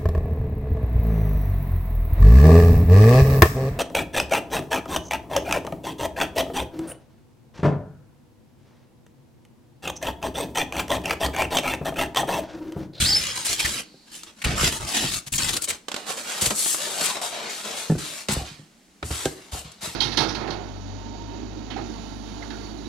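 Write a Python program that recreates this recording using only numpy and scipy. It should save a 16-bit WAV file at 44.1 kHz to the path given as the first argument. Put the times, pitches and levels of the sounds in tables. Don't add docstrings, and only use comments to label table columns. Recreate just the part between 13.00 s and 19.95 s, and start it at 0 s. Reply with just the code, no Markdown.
import sys
import numpy as np
from scipy import signal
from scipy.fft import rfft, irfft, next_fast_len
from scipy.io import wavfile
from scipy.ndimage import uniform_filter1d, map_coordinates

SR = 44100
rng = np.random.default_rng(int(sys.argv[2]) if len(sys.argv) > 2 else 0)


def digitize_waveform(pressure):
    field = np.atleast_2d(pressure).T
    bounded = np.clip(field, -1, 1)
    quanta = np.round(bounded * 32767).astype(np.int16)
    wavfile.write(sys.argv[1], SR, quanta)


N = 306495

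# (time [s], left minus right [dB])
CONTACT_PAN = [(0.0, 1), (0.66, 0.5), (0.75, -0.5), (0.99, 0), (1.31, -0.5), (1.39, 3.5), (1.51, 0),
               (2.65, 3), (2.88, -4), (3.72, 2.5), (5.34, 2), (5.57, -4), (6.04, 1), (6.95, 2)]
# (frequency [Hz], relative density [dB])
AIR_SPECTRUM = [(15, -36), (25, -15), (68, -11.5), (91, -32.5), (189, -4.5), (235, -6), (392, -16.5),
                (449, -20), (857, -19), (1060, -24), (2200, -23), (2660, -24.5), (7630, -25), (14600, -39),
                (15800, -42)]
TUG_SPECTRUM = [(15, -35), (25, -2), (53, 2.5), (126, -1.5), (211, -9.5), (307, -7), (342, -9),
                (905, -13.5), (1250, -11.5), (1510, -10.5), (3050, -5), (5820, -8), (8050, -4.5),
                (10500, -9), (15800, -23)]
BRUSH_SPECTRUM = [(35, -47), (60, -11), (91, -28), (211, -1.5), (345, -4), (388, 2), (489, 2), (632, 3.5),
                  (1610, -4.5), (3900, -2.5), (5930, -6.5), (7850, -1.5), (10900, -8), (13100, -12.5),
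                  (15800, -27)]
TICK_SPECTRUM = [(88, -56), (150, -7), (1300, -3.5), (2120, -8.5), (3590, -2.5), (6570, -6.5), (7530, -2),
                 (8810, -10.5), (13300, -19), (15800, -61)]
# (frequency [Hz], correlation [ratio])
COHERENCE = [(100, 0.86), (300, 0.87), (600, 0.67), (1200, 0.24), (2200, 0.49), (4500, 0.64), (8000, 0.047),
             (14000, 0.11)]
# (start [s], attack [s], length [s], release T60 [s], rasp [dB],
# hiss over rasp [dB], board over rasp [dB], wall rumble over rasp [dB])
TUG_STROKES = [(0.0, 0.0017, 0.063, 0.96, -26.5, -0.5, -10, -4.5),
               (0.09, .08, 0.19, 1, -29.5, -8, -13, -21.5), (0.35, 0.01, 0.025, 0.39, -35, 2, -6, -15),
               (0.425, 0.087, .11, 0.15, -28, 1.5, -8, -16),
               (0.555, 0.044, 0.25, 0.1, -31.5, -2, -6.5, -14), (1.055, .02, .06, 0.25, -57, -3, -2, -18),
               (1.11, 0.028, 0.051, 0.34, -43.5, 2, -9, -24), (1.26, 0.012, 0.033, 0.17, -49, -7, -3, -11),
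               (1.35, .04, 0.097, .1, -53, -4, -2.5, -10),
               (1.438, 0.0089, 0.08, 0.55, -30.5, -11.5, -1, 4.5), (1.55, .09, 0.13, 0.18, -23, -3, -9, -5),
               (1.71, 0.015, 0.06, 0.13, -36.5, 3, -2.5, -4.5), (1.79, .02, 0.068, 0.15, -39.5, -1, 0, 4),
               (1.865, 0.019, 0.072, .15, -33, 0.5, -4.5, -26),
               (1.932, 0.021, 0.053, 0.27, -23.5, -4.5, -9.5, -24),
               (1.99, 0.025, 0.064, 0.4, -28.5, -3.5, -6.5, -14),
               (2.07, 0.033, .12, 0.064, -35, 3, -15, -5.5),
               (2.319, 0.0046, 0.049, 0.077, -38, 11.5, -11, 3),
               (2.378, 0.011, 0.13, 0.14, -30, 0.5, -8.5, -4.5),
               (2.515, 0.024, 0.058, 0.11, -37, 3, -0.5, -1), (2.605, .015, 0.051, 0.051, -44, 9, -7, -12),
               (2.672, 0.0079, 0.067, 0.15, -38, -3, -4, -12)]
# (time [s], level [dB], length [s], squawk [Hz], squawk over chatter [dB])
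SLIP_BURSTS = [(0.009, -22, 0.015, 3300, 12), (0.047, -21.5, 0.017, 3800, 19),
               (0.448, -23, 0.022, 8400, -2), (0.592, -20, 0.018, 2460, -2), (0.648, -19.5, 0.013, 1880, 2),
               (1.416, -28.5, 0.0096, 2190, 4), (1.441, -21.5, 0.013, 2350, -0.5),
               (1.573, -26.5, 0.048, 1250, 9), (2.135, -25, 0.013, 4200, -3),
               (2.263, -35, 0.021, 6500, -13), (2.335, -21, 0.0026, 2870, 10),
               (2.353, -25, 0.0065, 7500, 8), (2.379, -14.5, 0.0041, 6300, 5),
               (2.484, -21.5, 0.014, 3850, -5), (2.528, -24, 0.016, 4000, -9),
               (2.564, -20, 0.0083, 4500, -13), (2.619, -20, 0.0046, 8250, 11),
               (2.639, -21.5, 0.0074, 7650, 6), (2.681, -24.5, 0.03, 8000, -3),
               (2.702, -22, 0.0069, 2200, 1), (3.41, -20, 0.016, 8140, 1), (3.456, -17, 0.0092, 7440, -25),
               (4.034, -22, 0.032, 8400, -7), (5.311, -25.5, 0.028, 8030, 3)]
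# (time [s], flap [dB], deep wall [dB], hard knock [dB], pitch of the panel [ratio])
BOX_IMPACTS = [(0.019, -25.5, -17.5, -40, 1.22), (0.639, -31.5, -22.5, -54, 1), (0.940, -52.5, -71, -40, 1),
               (1.460, -25, -16, -20.5, 1.1), (1.63, -23, -21, -16.5, 1), (2.038, -23.5, -44, -21.5, 0.93),
               (2.266, -39, -46, -62, 0.95), (2.382, -26.5, -33, -52, 0.94), (3.417, -29, -26, -29, 1.33),
               (3.464, -29, -27, -29, 0.9), (3.509, -27.5, -58, -33, 1.435), (4.012, -38.5, -55, -24, 1.17),
               (4.898, -12, -50, -15, 1.1), (4.917, -15.5, -37, -18, 1.078), (4.950, -24, -27, -20, 0.93),
               (5.287, -22, -26, -20.5, 1.4), (5.318, -26.5, -28, -28, 0.96),
               (5.364, -26.5, -17, -21.5, 1.01), (5.411, -35, -29, -29.5, 0.99),
               (5.510, -36.5, -56, -55, 1), (5.591, -34.5, -62, -43, 1.034), (6.028, -37, -25, -22, 1.08),
               (6.046, -40, -24.5, -49, 1.6), (6.104, -32.5, -19.5, -25.5, 1.13),
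               (6.255, -25.5, -29, -9, 0.99), (6.524, -40, -19.5, -51, 1), (6.547, -40, -29, -30, 1.1),
               (6.648, -36.5, -37, -61, 1.04), (6.825, -39, -41, -42, 1.26), (6.87, -35, -37, -40, 1.2)]
# (frequency [Hz], level [dB], T60 [s])
BOX_MODES = [(45, -8, 0.13), (67, -3, 0.18), (102.8, -7.5, 0.23), (146.9, 1.5, 0.15), (199.5, -8.5, 0.098),
             (269, -1, 0.084), (381, -3, 0.062), (515, -1.5, 0.035), (668, -12.5, 0.058),
             (786, -14.5, 0.077), (1220, -16, 0.029), (1320, -25, 0.063), (1610, -18, .06)]
# (time [s], pitch [Hz])
SQUEAK_PITCH = [(0.035, 3100), (0.072, 4760), (0.107, 5100), (0.122, 5150), (0.128, 4530), (0.141, 4450),
                (0.151, 5100), (0.162, 5250), (0.19, 5150)]
# (time [s], level [dB], treble [dB])
EDGE_CONTACTS = [(1.233, -28, 5), (2.037, -22.5, -21), (3.507, -16, -12), (3.66, -20.5, -30),
                 (3.745, -20, -19), (4.01, -17, 3), (5.285, -14, -6), (6.027, -19.5, -20),
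                 (6.107, -27, -19), (6.254, -15.5, 1), (6.521, -31, -8), (6.717, -35.5, 12)]
# (time [s], length [s], first pitch [Hz], last pitch [Hz], level [dB])
HOOT_GLIDES = [(2.563, 0.024, 1400, 1420, -42), (3.867, 0.027, 405, 414, -44), (4.001, .015, 634, 663, -36),
               (4.075, 0.0483, 1137, 902, -33.5), (4.157, 0.02, 708, 706, -40),
               (4.211, 0.038, 697, 691, -36.5), (5.389, 0.032, 820, 715, -37.5),
               (6.254, .008, 1650, 1610, -37)]
# (flap [dB], deep wall [dB], hard knock [dB], pitch of the panel [ratio])
BOUNCE_IMPACT = (-42, -50, -33, 4)
# (start [s], attack [s], length [s], release T60 [s],
# rasp [dB], hiss over rasp [dB], board over rasp [dB])
BRUSH_STROKES = [(2.955, 0.011, 0.023, 0.9, -40.5, -8, -3.5), (3.055, 0.041, 0.052, 0.29, -33, 0.5, 0),
                 (3.16, 0.018, 0.041, 0.34, -36, -1.5, -7), (3.22, 0.08, 0.21, .1, -33.5, -2.5, -5),
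                 (3.415, 0.0032, 0.059, 0.17, -32.5, 7.5, -3.5), (3.5, 0.0068, 0.0075, 0.15, -29, 1, 1),
                 (3.53, 0.069, .21, 0.28, -35, 13, -10.5), (3.75, 0.067, 0.23, 0.48, -33, 0.5, -3.5),
                 (3.955, 0.053, 0.15, 0.31, -29, -0.5, -5.5), (4.15, 0.0079, 0.023, 0.27, -34, -19, -1.5),
                 (4.213, 0.0033, .05, 0.37, -32.5, -1.5, -7), (4.3, 0.034, 0.19, 0.19, -35.5, -13, -3),
                 (4.49, 0.0083, 0.12, 0.36, -36.5, -3, -10.5), (4.63, 0.02, 0.13, 0.18, -35.5, -6, -4),
                 (4.755, 0.019, 0.072, 0.69, -35.5, -1, -9), (4.98, 0.004, 0.23, .3, -38, -1.5, -9.5),
                 (5.285, .008, 0.03, 0.5, -30.5, -2.5, -4), (5.44, 0.021, 0.026, 0.59, -40.5, -15, -14),
                 (6.035, 0.024, 0.078, .1, -49, 9.5, -1), (6.104, 0.01, 0.13, 0.53, -37.5, 2, -4),
                 (6.36, 0.022, .14, .3, -52, -8, -10), (6.512, 0.021, 0.078, 0.24, -41.5, 2.5, -3),
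                 (6.64, 0.01, 0.018, 1, -47, -13, -8), (6.805, 0.029, 0.054, 0.43, -34.5, -1.5, -6.5)]
# (frequency [Hz], T60 [s])
ROOM_DECAY = [(150, 0.42), (320, 0.58), (600, 0.54), (2000, 0.37), (6000, 0.3), (14000, 0.19)]
# (frequency [Hz], level [dB])
STANDING_WAVES = [(150, -13.5), (265, -9), (315, 8), (400, -1)]
# (frequency [Hz], left minus right [dB])
PORT_BALANCE = [(300, -0.79), (1100, 0.41), (2200, -1.3), (4500, -0.5), (8000, 1.8), (14000, 0.6)]


def amp(db):
    return 10 ** (np.asarray(db) / 20)


def unit(x):
    return x / np.sqrt(np.mean(x ** 2) + 1e-20)


def along(points, hz):
    f, v = np.transpose(points)
    return np.interp(np.log(hz + 1), np.log(f + 1), v)


def curve(points):
    return np.interp(np.arange(N) / SR, *np.transpose(points))


def wobble(rate):
    return map_coordinates(rng.standard_normal(int(N * rate / SR) + 4), [np.arange(N) * rate / SR])


def noise(n=N):
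    return rng.standard_normal((2, n))


def filtered(x, response):
    n = x.shape[-1]
    m = next_fast_len(n + 4096)
    return irfft(rfft(x, m) * response(np.fft.rfftfreq(m, 1 / SR)), m)[..., :n]


def band(hz, lo_hz, hi_hz):
    return 1 / np.sqrt((1 + (lo_hz / (hz + 1)) ** 8) * (1 + (hz / hi_hz) ** 8))


def resonance(hz, centre_hz, q):
    return 1j * hz * centre_hz / q / (centre_hz ** 2 - hz ** 2 + 1j * hz * centre_hz / q)


def stereo(pair, response):
    turn = lambda hz: np.arccos(np.clip(along(COHERENCE, hz), -1, 1)) / 2
    mid, side = filtered(pair, lambda hz: response(hz) * np.array([np.cos(turn(hz)), np.sin(turn(hz))]))
    return unit(np.array([mid + side, mid - side]))


def coloured_band(pair, spectrum, lo_hz, hi_hz):
    return stereo(pair, lambda hz: amp(along(spectrum, hz)) * band(hz, lo_hz, hi_hz))


def add(track, s, sound):
    stretch = track[:, max(round(s * SR), 0):][:, :sound.shape[-1]]
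    stretch += sound[..., :stretch.shape[-1]]


def envelope(t, attack, length, t60, sag_db_per_s=8):
    return np.clip(t / attack, 0, 1) * amp(-sag_db_per_s * t - 60 * np.maximum(t - length, 0) / t60)


def strokes(rows):
    power, t = np.zeros((len(rows[0][4:]), N)), np.arange(SR) / SR
    for s, attack, length, t60, rasp_db, *parts_db in rows:
        gains = amp(rasp_db + np.array([0, *parts_db]))[:, None]
        add(power, s, (gains * envelope(t, attack, length, t60)) ** 2)
    return np.sqrt(power)


def background(air_db=-56.5, hiss_db=-50):
    air = stereo(noise(), lambda hz: amp(along(AIR_SPECTRUM, hz)))
    hiss = stereo(noise(), lambda hz: resonance(hz, 4300, q=4.3) ** 2)
    fade = envelope(np.arange(N) / SR, attack=.1, length=1.15, t60=0.81)
    return amp(air_db) * air + amp(hiss_db) * fade * hiss


def beads(rate, scatter_db, catch_rate, catch_db, patchy_db):
    snaps = (rng.random(N) < rate / SR) * amp(scatter_db * rng.standard_normal(N))
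    spectra = signal.stft(snaps * noise(), nperseg=1024)[2]
    patches = uniform_filter1d(rng.standard_normal(spectra.shape[1:]), size=3, axis=0)
    patches = uniform_filter1d(patches, size=9, axis=1)
    force = signal.istft(spectra * amp(patchy_db * unit(patches)), nperseg=1024)[1][:, :N]
    return force * amp(catch_db * wobble(catch_rate))


def grip(rate, depth_db):
    return amp(depth_db * wobble(rate))


def rubbing(force, spectrum, rasp, hiss, board):
    return (board * coloured_band(force, spectrum, 200, 1300)
            + rasp * coloured_band(force, spectrum, 1300, 5500)
            + hiss * coloured_band(force, spectrum, 5500, 17000))


def chirps(per_s=90, pitch_hz=3200, spread=.3, life_s=0.0048, glide=0.0624, scatter_db=5.8):
    count = int(per_s * N / SR)
    pitch, size, bend = rng.standard_normal((count, 3)).T[:, :, None]
    start = (rng.random((count, 1)) * N).astype(int)
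    age = np.arange(SR // 25) / SR / life_s
    hz = pitch_hz * np.exp(spread * pitch) * (1 + glide * bend * np.tanh(age / 2))
    grains = amp(scatter_db * size) * age * np.exp(-age) * np.sin(2 * np.pi * np.cumsum(hz, axis=1) / SR)
    samples = start + np.arange(len(age))
    return unit(np.bincount(samples.ravel(), grains.ravel(), N)[:N])


def tugs(judder_hz=120, chirp_db=-7.5, shake_db=-4):
    rasp, hiss, board, rumble = strokes(TUG_STROKES)
    slip_hz = judder_hz * np.exp(.25 * wobble(30))
    judder = np.cos(2 * np.pi * np.cumsum(slip_hz) / SR)
    force = beads(rate=12000, scatter_db=1.0, catch_rate=260, catch_db=1.45, patchy_db=4.0)
    force *= grip(rate=51, depth_db=0.4)
    walls = unit(coloured_band(noise(), TUG_SPECTRUM, 27, 280) + amp(shake_db) * judder)
    friction = rubbing(force, TUG_SPECTRUM, rasp, hiss, board)
    return friction + amp(chirp_db) * rasp * chirps() + rumble * walls


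def slips(rise_s=0.0028, fall_t60=0.03, chatter_db=1.5):
    out, t = np.zeros((2, N)), np.arange(SR // 8) / SR
    unevenness = amp(chatter_db * wobble(600))
    for s, db, length, squawk_hz, share_db in SLIP_BURSTS:
        force = noise(len(t)) * unevenness[round(s * SR):][:len(t)]
        chatter = coloured_band(force, TUG_SPECTRUM, 610, 17000)
        squawk = stereo(force, lambda hz: resonance(hz, squawk_hz, q=6))
        shape = (1 - np.exp(-t / rise_s)) * amp(-60 * np.maximum(t - length, 0) / fall_t60)
        add(out, s, amp(db) * shape * unit(chatter + amp(share_db) * squawk))
    return out


def bumps(rise_s=0.0028):
    out, t = np.zeros((2, N)), np.arange(SR // 2) / SR
    hz, mode_db, t60 = np.transpose(BOX_MODES)[:, :, None]
    signs = (-1) ** np.arange(len(BOX_MODES))
    impacts = BOX_IMPACTS + [(s, *BOUNCE_IMPACT) for s in bounce_times()]
    for s, flap_db, deep_db, knock_db, ratio in impacts:
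        drive_db = along([(75, deep_db), (140, flap_db), (200, flap_db), (390, knock_db)], hz)
        drift = .2 * np.cumsum(rng.standard_normal((len(hz), len(t))), axis=1) * np.sqrt(hz / SR)
        decay = amp(drive_db + mode_db + rng.standard_normal(hz.shape) - 60 * t / t60)
        ring = decay * np.sin(2 * np.pi * ratio * hz * t + drift)
        add(out, s, signs @ ring * (1 - np.exp(-t / rise_s)))
    return out


def squeak(level_db=-18.0, lock_s=.102, peak_s=0.13, octave_s=.156, release_s=0.17, release_t60=0.15):
    t = np.arange(N) / SR
    swell_db = -105 * np.maximum(peak_s - t, 0)
    release_db = -60 * np.clip(t - release_s, 0, 1) / release_t60
    jitter = np.interp(t, [lock_s - .02, lock_s + .01], [.045, .011])
    octave_db = np.interp(t, [octave_s - .005, octave_s + .005], [-33, -15])
    phase = 2 * np.pi * np.cumsum(curve(SQUEAK_PITCH) * (1 + jitter * wobble(1100))) / SR
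    tone = np.sqrt(2) * (np.sin(phase) + amp(octave_db) * np.sin(2 * phase))
    flutter_db = 1.6 * wobble(352)
    return tone * amp(level_db + swell_db + release_db + flutter_db) * (t > SQUEAK_PITCH[0][0])


def ticks(rise_s=0.0011, crack_t60=0.019, rattle_db=-15, rattle_t60=0.12,
          bounce_db=-19.5, bounce_step_db=0.2, bounce_treble_db=-5):
    out, t = np.zeros((2, N)), np.arange(SR // 8) / SR
    shape = (1 - np.exp(-t / rise_s)) * (amp(-60 * t / crack_t60) + amp(rattle_db - 60 * t / rattle_t60))
    bounces = [(s, bounce_db + bounce_step_db * k, bounce_treble_db) for k, s in enumerate(bounce_times())]
    for s, db, treble_db in EDGE_CONTACTS + bounces:
        tilt = [(2000, 0), (7000, treble_db)]
        crack = stereo(noise(len(t)), lambda hz: amp(along(TICK_SPECTRUM, hz) + along(tilt, hz)))
        add(out, s, amp(db) * crack * shape)
    return out


def hoots(width_hz=260, attack_s=0.0042, release_t60=0.16):
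    out, t = np.zeros((2, N)), np.arange(SR // 4) / SR
    flutter = unit(wobble(width_hz)) + 1j * unit(wobble(width_hz))
    for s, length, first_hz, last_hz, db in HOOT_GLIDES:
        phase = 2 * np.pi * np.cumsum(np.interp(t, [0, length], [first_hz, last_hz])) / SR
        hoot = np.real(flutter[round(s * SR):][:len(t)] * np.exp(1j * phase))
        add(out, s, amp(db) * envelope(t, attack_s, length, release_t60) * hoot)
    return out


def bounce_times(first_s=2.883, flight_s=.033, restitution=.79, count=4):
    return [first_s + flight_s * (1 - restitution ** k) / (1 - restitution) for k in range(count)]


def brushes(walls_db=-15.0):
    rasp, hiss, board = strokes(BRUSH_STROKES)
    force = beads(rate=22000, scatter_db=3.0, catch_rate=230, catch_db=0.47, patchy_db=3.0)
    force *= grip(rate=33, depth_db=0.33)
    walls = stereo(noise(), lambda hz: band(hz, 160, 227))
    return rubbing(force, BRUSH_SPECTRUM, rasp, hiss, board) + amp(walls_db) * board * walls


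def room(x):
    hz, t, spectra = signal.stft(noise(SR // 2), SR, nperseg=256)
    decay = amp(-60 * t / along(ROOM_DECAY, hz)[:, None])
    tail = signal.istft(spectra * decay, SR, nperseg=256)[1]
    tail = stereo(tail, lambda hz: 1 + sum(amp(db) * resonance(hz, f, q=12) for f, db in STANDING_WAVES))
    tail = np.pad(tail / np.linalg.norm(tail[0]), ((0, 0), (SR // 200, 0)))
    return signal.fftconvolve(x, tail, axes=1)[:, :N]


def scene():
    pan_db = curve(CONTACT_PAN)
    contact = tugs() + brushes() + slips() + ticks() + hoots()
    foam = contact * amp(np.array([pan_db, -pan_db]) / 2) + squeak()
    box = bumps()
    return foam + box + room(amp(-16.5) * foam + amp(-17) * box) + background()


def record(dry, ceiling=.55, lead_s=1.1e-5, top_hz=15900):
    half = np.array([[.5], [-.5]])
    rounded = dry / (1 + (dry / ceiling) ** 4) ** .25
    ports = lambda hz: amp(half * along(PORT_BALANCE, hz)) * np.exp(2j * np.pi * hz * lead_s * half)
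    return filtered(rounded, lambda hz: ports(hz) * (hz < top_hz))


dry = scene()
out = record(dry)
digitize_waveform(out)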